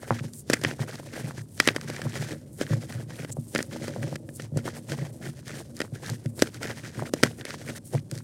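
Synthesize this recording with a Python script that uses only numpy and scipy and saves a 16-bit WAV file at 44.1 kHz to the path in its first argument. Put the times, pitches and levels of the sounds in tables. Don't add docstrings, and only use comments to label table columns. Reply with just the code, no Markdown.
import sys
import numpy as np
from scipy import signal
from scipy.fft import rfft, irfft, next_fast_len
from scipy.io import wavfile
from scipy.ndimage import map_coordinates

SR = 44100
rng = np.random.default_rng(int(sys.argv[2]) if len(sys.argv) > 2 else 0)


def bounce(signal):
    frames = np.transpose(np.atleast_2d(signal))
    limited = np.clip(frames, -1, 1)
    pcm = np.round(limited * 32767).astype(np.int16)
    wavfile.write(sys.argv[1], SR, pcm)


def field_ratio(decibels):
    return 10 ** (np.asarray(decibels, dtype=float) / 20)


N = 362943

# centre in Hz, width in Hz, relative level in dB.
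TUB_MODES = [(111.6, 11.2, 2.5), (147.2, 17.7, 3), (235.2, 7.5, 2.5), (322.2, 21, -4), (555.7, 65, -3)]
# centre in Hz, width in Hz, relative level in dB.
PALM_MODES = [(1550, 400, 7), (1932, 370, 9.5), (2434, 460, 3.5), (3160, 360, 3), (5390, 2500, -4.5)]
BREAK_OFFS = [0.21, 1.42, 3.306, 4.165, 7.098, 7.786, 8.002, 9]


def unit(x):
    return x / np.sqrt(np.mean(x ** 2) + 1e-20)


def along(points, hz):
    f, v = np.transpose(points)
    return np.interp(np.log(hz + 1), np.log(f + 1), v)


def wobble(rate):
    knots = rng.standard_normal(int(N * rate / SR) + 4)
    return map_coordinates(knots, [np.arange(N) * rate / SR])


def filtered(x, response):
    m = next_fast_len(N + SR // 2)
    return irfft(rfft(x, m) * response(np.fft.rfftfreq(m, 1 / SR)), m)[..., :N]


def coloured(x, spectrum):
    return filtered(x, lambda hz: field_ratio(along(spectrum, hz)))


def ringing(x, modes):
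    def response(f):
        total = 0
        for k, (centre, width, db) in enumerate(modes):
            resonance = 1j * f * width / (centre ** 2 - f ** 2 + 1j * f * width)
            total = total + (-1) ** k * field_ratio(db) * resonance
        return total
    return filtered(x, response)


def soft(x, hz):
    return filtered(x, lambda f: 1 / (1 + 1j * f / hz) ** 2)


def grains(per_s, spread_db):
    hit = rng.random(N) < per_s / SR
    size = np.minimum(rng.exponential(size=N), 3.5)
    return hit * field_ratio(spread_db * size) * rng.choice([-1, 1], N)


def pieces(level_db, centre_hz, scatter, cycles, spread_db, count):
    at = rng.integers(0, N, count)
    pitch = np.clip(rng.standard_normal(count), -2, 2)
    size = np.minimum(rng.exponential(size=count), 3.5)
    turns = centre_hz * np.exp(scatter * pitch)[:, None] * np.arange(300) / SR
    swing = np.sin(2 * np.pi * turns) * turns * np.exp(-turns / cycles)
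    ring = field_ratio(spread_db * size)[:, None] * swing
    scale = np.sqrt(np.sum(ring ** 2) / N)
    where = (at[:, None] + np.arange(ring.shape[1])).ravel()
    levelled = (ring * field_ratio(level_db[at])[:, None]).ravel()
    return np.bincount(where, levelled, N + ring.shape[1])[:N] / scale


def gestures(rows, sag_db_per_s):
    rise_db_per_s, fall_db_per_s = 799.5, 466
    trail_db, trail_db_per_s = -20.5, 87.5
    t = np.arange(0, N / SR + .001, .001)
    s, length, db = np.transpose(rows)[:, :, None]
    after = t - s - length
    rise_db = rise_db_per_s * np.minimum(t - s, 0)
    sag_db = sag_db_per_s * np.clip(t - s, 0, length)
    shape_db = rise_db - sag_db - fall_db_per_s * np.maximum(after, 0)
    trickle_db = np.where(t > s + length, trail_db - trail_db_per_s * after, -np.inf)
    shape_db = np.maximum(shape_db, trickle_db)
    going = t < np.take(BREAK_OFFS, np.searchsorted(BREAK_OFFS, s))
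    power = np.sum(going * field_ratio(db + shape_db) ** 2, axis=0)
    return np.interp(np.arange(N) / SR, t, power)


def crushing():
    # start in seconds, length in seconds, nominal crunch level in dB.
    squeezes = [(0.021, 0.025, -52.5), (0.088, 0.11, -47), (0.244, 0.013, -55.5), (0.508, 0.062, -46),
                (0.629, 0.079, -44), (0.811, 0.0037, -41), (0.886, 0.11, -49), (1.054, 0.054, -57),
                (1.134, 0.11, -47), (1.24, 0.068, -53.5), (1.372, 0.029, -50.5), (1.611, 0.021, -44),
                (1.646, 0.069, -41.5), (1.747, 0.06, -54), (1.821, 0.02, -55), (1.879, 0.22, -46),
                (2.094, 0.053, -50.5), (2.158, 0.14, -43.5), (2.31, 0.014, -49.5), (2.612, 0.016, -44),
                (2.701, 0.034, -42.5), (2.812, 0.021, -57), (2.896, 0.12, -51.5), (3.108, 0.051, -51.5),
                (3.197, 0.031, -47.5), (3.29, 0.018, -50.5), (3.558, 0.053, -47), (3.731, 0.027, -49),
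                (3.82, 0.21, -48.5), (4.02, 0.18, -53), (4.404, 0.037, -57), (4.577, 0.0093, -49),
                (4.652, 0.04, -48.5), (4.745, 0.026, -51.5), (4.904, 0.026, -44.5), (4.979, 0.044, -50.5),
                (5.053, 0.014, -54.5), (5.233, 0.054, -49.5), (5.369, 0.022, -60.5), (5.469, 0.13, -48),
                (5.773, 0.074, -56.5), (5.955, 0.0079, -53.5), (6.04, 0.092, -47), (6.25, 0.007, -61),
                (6.399, 0.063, -48), (6.552, 0.0076, -51), (6.632, 0.075, -42), (6.763, 0.039, -51.5),
                (6.846, 0.03, -43.5), (6.94, 0.082, -49.5), (7.06, 0.015, -46.5), (7.145, 0.07, -56),
                (7.241, 0.031, -42), (7.396, 0.016, -50.5), (7.463, 0.073, -45.5), (7.588, 0.081, -57),
                (7.68, 0.019, -44), (7.754, 0.027, -53), (7.938, 0.035, -49.5), (8.123, 0.075, -60)]
    # start in seconds, length in seconds, nominal hiss level in dB.
    sifts = [(0.338, 0.056, -49), (1.489, 0.18, -54.5), (2.53, 0.081, -56), (3.371, 0.073, -56.5),
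             (3.484, 0.17, -57.5), (4.278, 0.017, -58), (4.358, 0.0027, -47), (5.135, 0.036, -59),
             (6.365, 0.052, -49), (7.756, 0.049, -51.5), (7.86, 0.021, -47), (8.155, 0.034, -54)]
    # frequency in Hz, relative level in dB.
    powder_spectrum = [(2500, -38), (4500, -17.5), (6500, -9.5), (8800, -0.5), (11000, -6.5), (16500, -17)]
    # time in seconds, nominal level in dB.
    crumb_rain = [(0, -50), (1.19, -40.5), (1.5, -51.5), (2.2, -41.5), (3.62, -42), (4, -36), (4.3, -35.5),
                  (4.62, -45), (4.8, -38.5), (5.59, -45.5), (8.23, -44.5)]

    rest_db = -86
    crunch_db = 10 * np.log10(gestures(squeezes, sag_db_per_s=43.5) + field_ratio(rest_db) ** 2)
    dust = field_ratio(-57 + 0.32 * (crunch_db + 51.5)) ** 2
    powder_db = 10 * np.log10(dust + gestures(sifts, sag_db_per_s=2.0))
    slip = np.tanh(wobble(60))
    fine = np.tanh(wobble(9.8))
    grit_db = 0.47 * crunch_db + 0.43 * powder_db - 3.0 + 2.1 * slip + 3 * fine

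    grinding = unit(ringing(grains(per_s=800, spread_db=3.0), PALM_MODES))
    grinding *= field_ratio(crunch_db - 1.0 + 5.6 * slip)
    crunch = pieces(crunch_db - 0.5 + 1.2 * slip,
                    centre_hz=1780, scatter=0.15, cycles=1.3, spread_db=5.0, count=3500)
    chunks = pieces(0.65 * crunch_db - 14.0 + 8.8 * slip,
                    centre_hz=460, scatter=0.39, cycles=0.45, spread_db=2.0, count=2500)
    nuggets = pieces(0.86 * crunch_db - 11.0,
                     centre_hz=2600, scatter=0.53, cycles=0.54, spread_db=6.5, count=800)
    grit = pieces(grit_db, centre_hz=5490, scatter=0.055, cycles=0.26, spread_db=-2.0, count=9000)
    powder = unit(coloured(grains(per_s=3600, spread_db=3.5), powder_spectrum))
    powder *= field_ratio(powder_db + 4.0 * slip + 2.4 * wobble(25))

    crumbs = soft(grains(per_s=300, spread_db=4.5), hz=294)
    crumb_s, crumb_db = np.transpose(crumb_rain)
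    crumbs_db = np.interp(np.arange(N) / SR, crumb_s, crumb_db)
    falling_db = crumbs_db + 0.29 * (crunch_db - crunch_db.mean()) + 4.5 * np.tanh(wobble(25))
    place_db = 4 * np.tanh(wobble(6))
    floor = ringing(field_ratio(falling_db + place_db) * crumbs, TUB_MODES[:2])
    wall = ringing(field_ratio(falling_db - place_db) * crumbs, TUB_MODES[2:])
    drumming = (floor + wall) / np.std(ringing(crumbs, TUB_MODES))
    return grinding + crunch + chunks + nuggets + grit + powder + drumming


def cracks():
    # time in seconds, nominal snap level in dB,
    # splinter in dB relative to the snap, knock in dB relative to the snap.
    block_cracks = [(0.498, -26, 1.5, 3.5), (0.5331, -16, -1.5, -9), (0.5375, -18.5, -5, -16.5),
                    (0.613, -41, 3, 0), (0.636, -22.5, -4, -11), (0.6467, -15.5, -35, -14),
                    (0.71, -30, -20, -8), (1.5995, -8.5, -8, -19.5), (1.6735, -11, -6, -11),
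                    (1.6854, -10, -13, -18), (1.7612, -24, -4, -6), (1.8987, -30, -5, -5),
                    (2.016, -31, -5.5, -11.5), (2.3066, -41, -13, -7.5), (2.6109, -26.5, -6, 0.5),
                    (3.246, -33.5, -6.5, -5.5), (3.5482, -24.5, -2, -4), (3.5577, -18.5, -39, -12.5),
                    (3.588, -23, -15, -9.5), (3.603, -26.5, -16, -7.5), (3.8793, -33.5, -5, -0.5),
                    (4.028, -32, -30, -11), (4.1557, -30, -4.5, -10), (4.2885, -43.5, -10, -3),
                    (4.3963, -32, -11.5, -8.5), (4.5713, -45, 13, 14.5), (4.9182, -31.5, -3.5, -5),
                    (5.802, -25, -6, -5), (5.815, -24, -7.5, -11), (6.3916, -41, 7, 0.5),
                    (6.4206, -17.5, 1.5, 1), (7.1354, -26, 2.5, 3.5), (7.2285, -24.5, -6, -3),
                    (7.233, -11, -2, -6.5), (7.4512, -33.5, 0.5, -8), ]
    # time in seconds, nominal snap level in dB, splinter in dB relative to the snap.
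    crumb_ticks = [(0.19, -34.5, -27), (0.334, -54, 15.5), (0.503, -30, 2), (0.5301, -18.5, -15),
                   (0.681, -41, 2.5), (0.953, -42, 2), (1.26, -42, -7), (1.576, -42, -2.5), (1.654, -36, 0),
                   (1.665, -35, -4), (1.8112, -32.5, -3), (1.943, -39, -10), (1.963, -32, -7),
                   (2.62, -41, 6), (2.631, -38, -15), (2.665, -36.5, -12), (2.923, -37, -4),
                   (3.579, -39, 10), (3.626, -33, 3), (3.711, -40.5, -14), (4.42, -46, 7), (4.897, -37, -6),
                   (5.272, -43, -7), (5.479, -39, 4), (5.766, -53.5, 15.5), (5.79, -46, 5),
                   (6.098, -38.5, 8.5), (6.258, -38, -4), (6.398, -39, 6), (6.413, -38, -11.5),
                   (6.471, -32.5, -9), (6.543, -41.5, 4.5), (6.63, -40, 9), (6.671, -37, 0),
                   (6.711, -31.5, -16), (7.5047, -27, -12.5), (8.1122, -38, 7), (8.152, -46, 4),
                   (8.176, -42, 4.5), (8.185, -46, 6)]
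    # centre in Hz, width in Hz, level in dB.
    hand_modes = [(291, 117, 13.5), (563, 149, 12.5), (880, 1800, -7)]
    # frequency in Hz, level in dB.
    splinter_spectrum = [(2000, -41.5), (3600, 23.5), (5000, 32.5), (8500, 30), (11000, 23), (16000, 10)]

    tear_s, tick_tear_s = 0.021, 0.0096
    t = np.arange(SR // 20) / SR - .005
    split = np.argmax(t >= 0)
    snap, splinter, knock, own = np.zeros((4, N + len(t)))
    rows = [(*row, tear_s) for row in block_cracks]
    rows += [(*row, -np.inf, tick_tear_s) for row in crumb_ticks]
    for s, db, splinter_db, knock_db, t60 in rows:
        tear, grit = rng.standard_normal((2, len(t)))
        fade_db = np.where(t >= 0, -60 * t / t60, -12 + 60 * t / 0.013)
        burst = field_ratio(fade_db) * tear * (np.abs(grit) > 1.1)
        burst *= .26 * np.linalg.norm(field_ratio(fade_db)) / np.linalg.norm(burst)
        burst[split] += 2.2
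        at = round((s - .0035) * SR)
        here = slice(at, at + len(t))
        snap[here] += field_ratio(db + 16.5) * burst
        splinter[here] += field_ratio(db + splinter_db - 15.5) * burst
        turns = 1300 * 4.5 ** rng.random((3, 1)) * np.maximum(t, 0)
        own[here] += field_ratio(db - 12) * np.sum(np.sin(2 * np.pi * turns) * np.exp(-turns / 3.5), axis=0)
        knock[at + split] += field_ratio(db + knock_db + 36)
    thump = soft(knock[:N], hz=1800)
    body = ringing(thump, hand_modes) + field_ratio(1.5) * ringing(thump, TUB_MODES)
    snapping = ringing(soft(snap[:N], hz=4970), PALM_MODES)
    return snapping + coloured(splinter[:N], splinter_spectrum) + body + own[:N]


def unbroken():
    return_s = 0.043
    t = np.arange(N) / SR
    gains = [np.where(t < s, 1, np.clip((t - s) / return_s, 0, 1) ** 2) for s in BREAK_OFFS]
    return np.prod(gains, axis=0)


def thuds():
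    # time in seconds, peak of the first
    # swing in dB, pitch in Hz.
    chunk_knocks = [(0.107, -6.5, 925), (0.793, -29, 736), (1.177, -31, 550), (1.309, -29, 980),
                    (2.156, -28.5, 654), (2.733, -23.5, 1100), (3.369, -26.5, 535), (3.962, -22.5, 540),
                    (4.127, -26.5, 650), (4.655, -24, 334), (4.679, -17.5, 1140), (6.995, -23, 1090),
                    (7.023, -19.5, 640), (7.936, -24, 500), (7.944, -26.5, 513), (7.95, -18.5, 530)]
    crumble_s, crumble_db, crumble_fades_db = 0.032, -14.5, 14
    knock = np.zeros(N + SR)
    for s, db, hz in chunk_knocks:
        late, higher = rng.random((2, 8))
        bit_s = s + crumble_s * late
        bit_db = db + crumble_db - crumble_fades_db * late
        bit_hz = hz * (.6 + 0.79 * higher)
        for at, level_db, pitch in [(s, db, hz), *zip(bit_s, bit_db, bit_hz)]:
            turns = pitch * np.arange(SR // 50) / SR
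            swing = np.sin(2 * np.pi * turns) * turns * np.exp(-turns / 0.37)
            knock[round(at * SR):][:len(turns)] += field_ratio(level_db) * swing / np.abs(swing).max()
    knock = knock[:N]
    return knock + field_ratio(8.5) * ringing(np.abs(knock), TUB_MODES)


def lumps():
    # time in seconds, peak of its boom in dB.
    landings = [(0.207, -24.5), (0.246, -25), (0.656, -21.5), (0.8, -20.5), (1.24, -24), (2.057, -21),
                (2.705, -15), (2.724, -17), (2.768, -28), (3.382, -21.5), (3.972, -25.5), (4.035, -34),
                (4.52, -24.5), (4.54, -24.5), (4.56, -15.5), (5.017, -25), (5.922, -25.5), (6.112, -24),
                (6.256, -18), (6.973, -24), (7.229, -20), (7.942, -18.5), (8.12, -25), (8.16, -26.5)]
    push = np.zeros((2, N))
    push[1, 0] = 1
    for s, db in landings:
        push[0, round(s * SR)] += field_ratio(db)
    boom, single = ringing(soft(push, hz=177), TUB_MODES)
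    return boom / np.abs(single).max()


def squeak():
    # centre in seconds, half length in seconds, level in dB.
    skid = (3.324, 0.0062, -36)
    # centre in Hz, width in Hz, relative level in dB.
    shard_modes = [(7500, 850, -0.5), (9900, 90, -2)]
    s, half, db = skid
    swell = np.exp(-.5 * ((np.arange(N) / SR - s) / half) ** 2)
    return field_ratio(db) * swell * unit(ringing(grains(per_s=2800, spread_db=3.0), shard_modes))


def walls(x):
    # frequency in Hz, t60 in seconds.
    wall_decay = [(300, 0.21), (2000, 0.04), (10000, 0.03)]
    hz, t, z = signal.stft(rng.standard_normal(SR // 4), SR, nperseg=256)
    fade = field_ratio(-60 * t / along(wall_decay, hz)[:, None])
    tail = signal.istft(z * fade, SR, nperseg=256)[1]
    delayed = np.pad(x, (60, 0))
    return signal.fftconvolve(delayed, tail / np.linalg.norm(tail))[:N]


def room_noise():
    # frequency in Hz, relative level in dB.
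    room_spectrum = [(40, -30), (90, -4.5), (300, -13.5), (700, -34.5), (4000, -66), (9000, -50),
                     (16000, -69.5)]
    return field_ratio(-47.5) * unit(coloured(rng.standard_normal(N), room_spectrum))


def scene():
    # frequency in Hz, level in dB.
    apart = [(180, -76.5), (1650, -28.5), (15000, -18)]
    sharp = cracks()
    answered = unbroken() * (sharp + field_ratio(-25) * walls(sharp))
    mono = answered + crushing() + thuds() + lumps() + squeak() + room_noise()
    side = coloured(walls(mono), apart)
    return np.array([mono + side, mono - side])


def low_pass(x):
    return signal.sosfilt(signal.butter(12, 16990, fs=SR, output="sos"), x)


def record(dry):
    top_hz = 16200
    heard = filtered(dry, lambda hz: 1j * hz / (30 + 1j * hz))
    clipped = heard / (1 + np.abs(heard) ** 6) ** (1 / 6)
    banded = filtered(clipped, lambda hz: 1 / (1 + (hz / top_hz) ** 60))
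    return low_pass(banded)


dry = scene()
out = record(dry)
bounce(out)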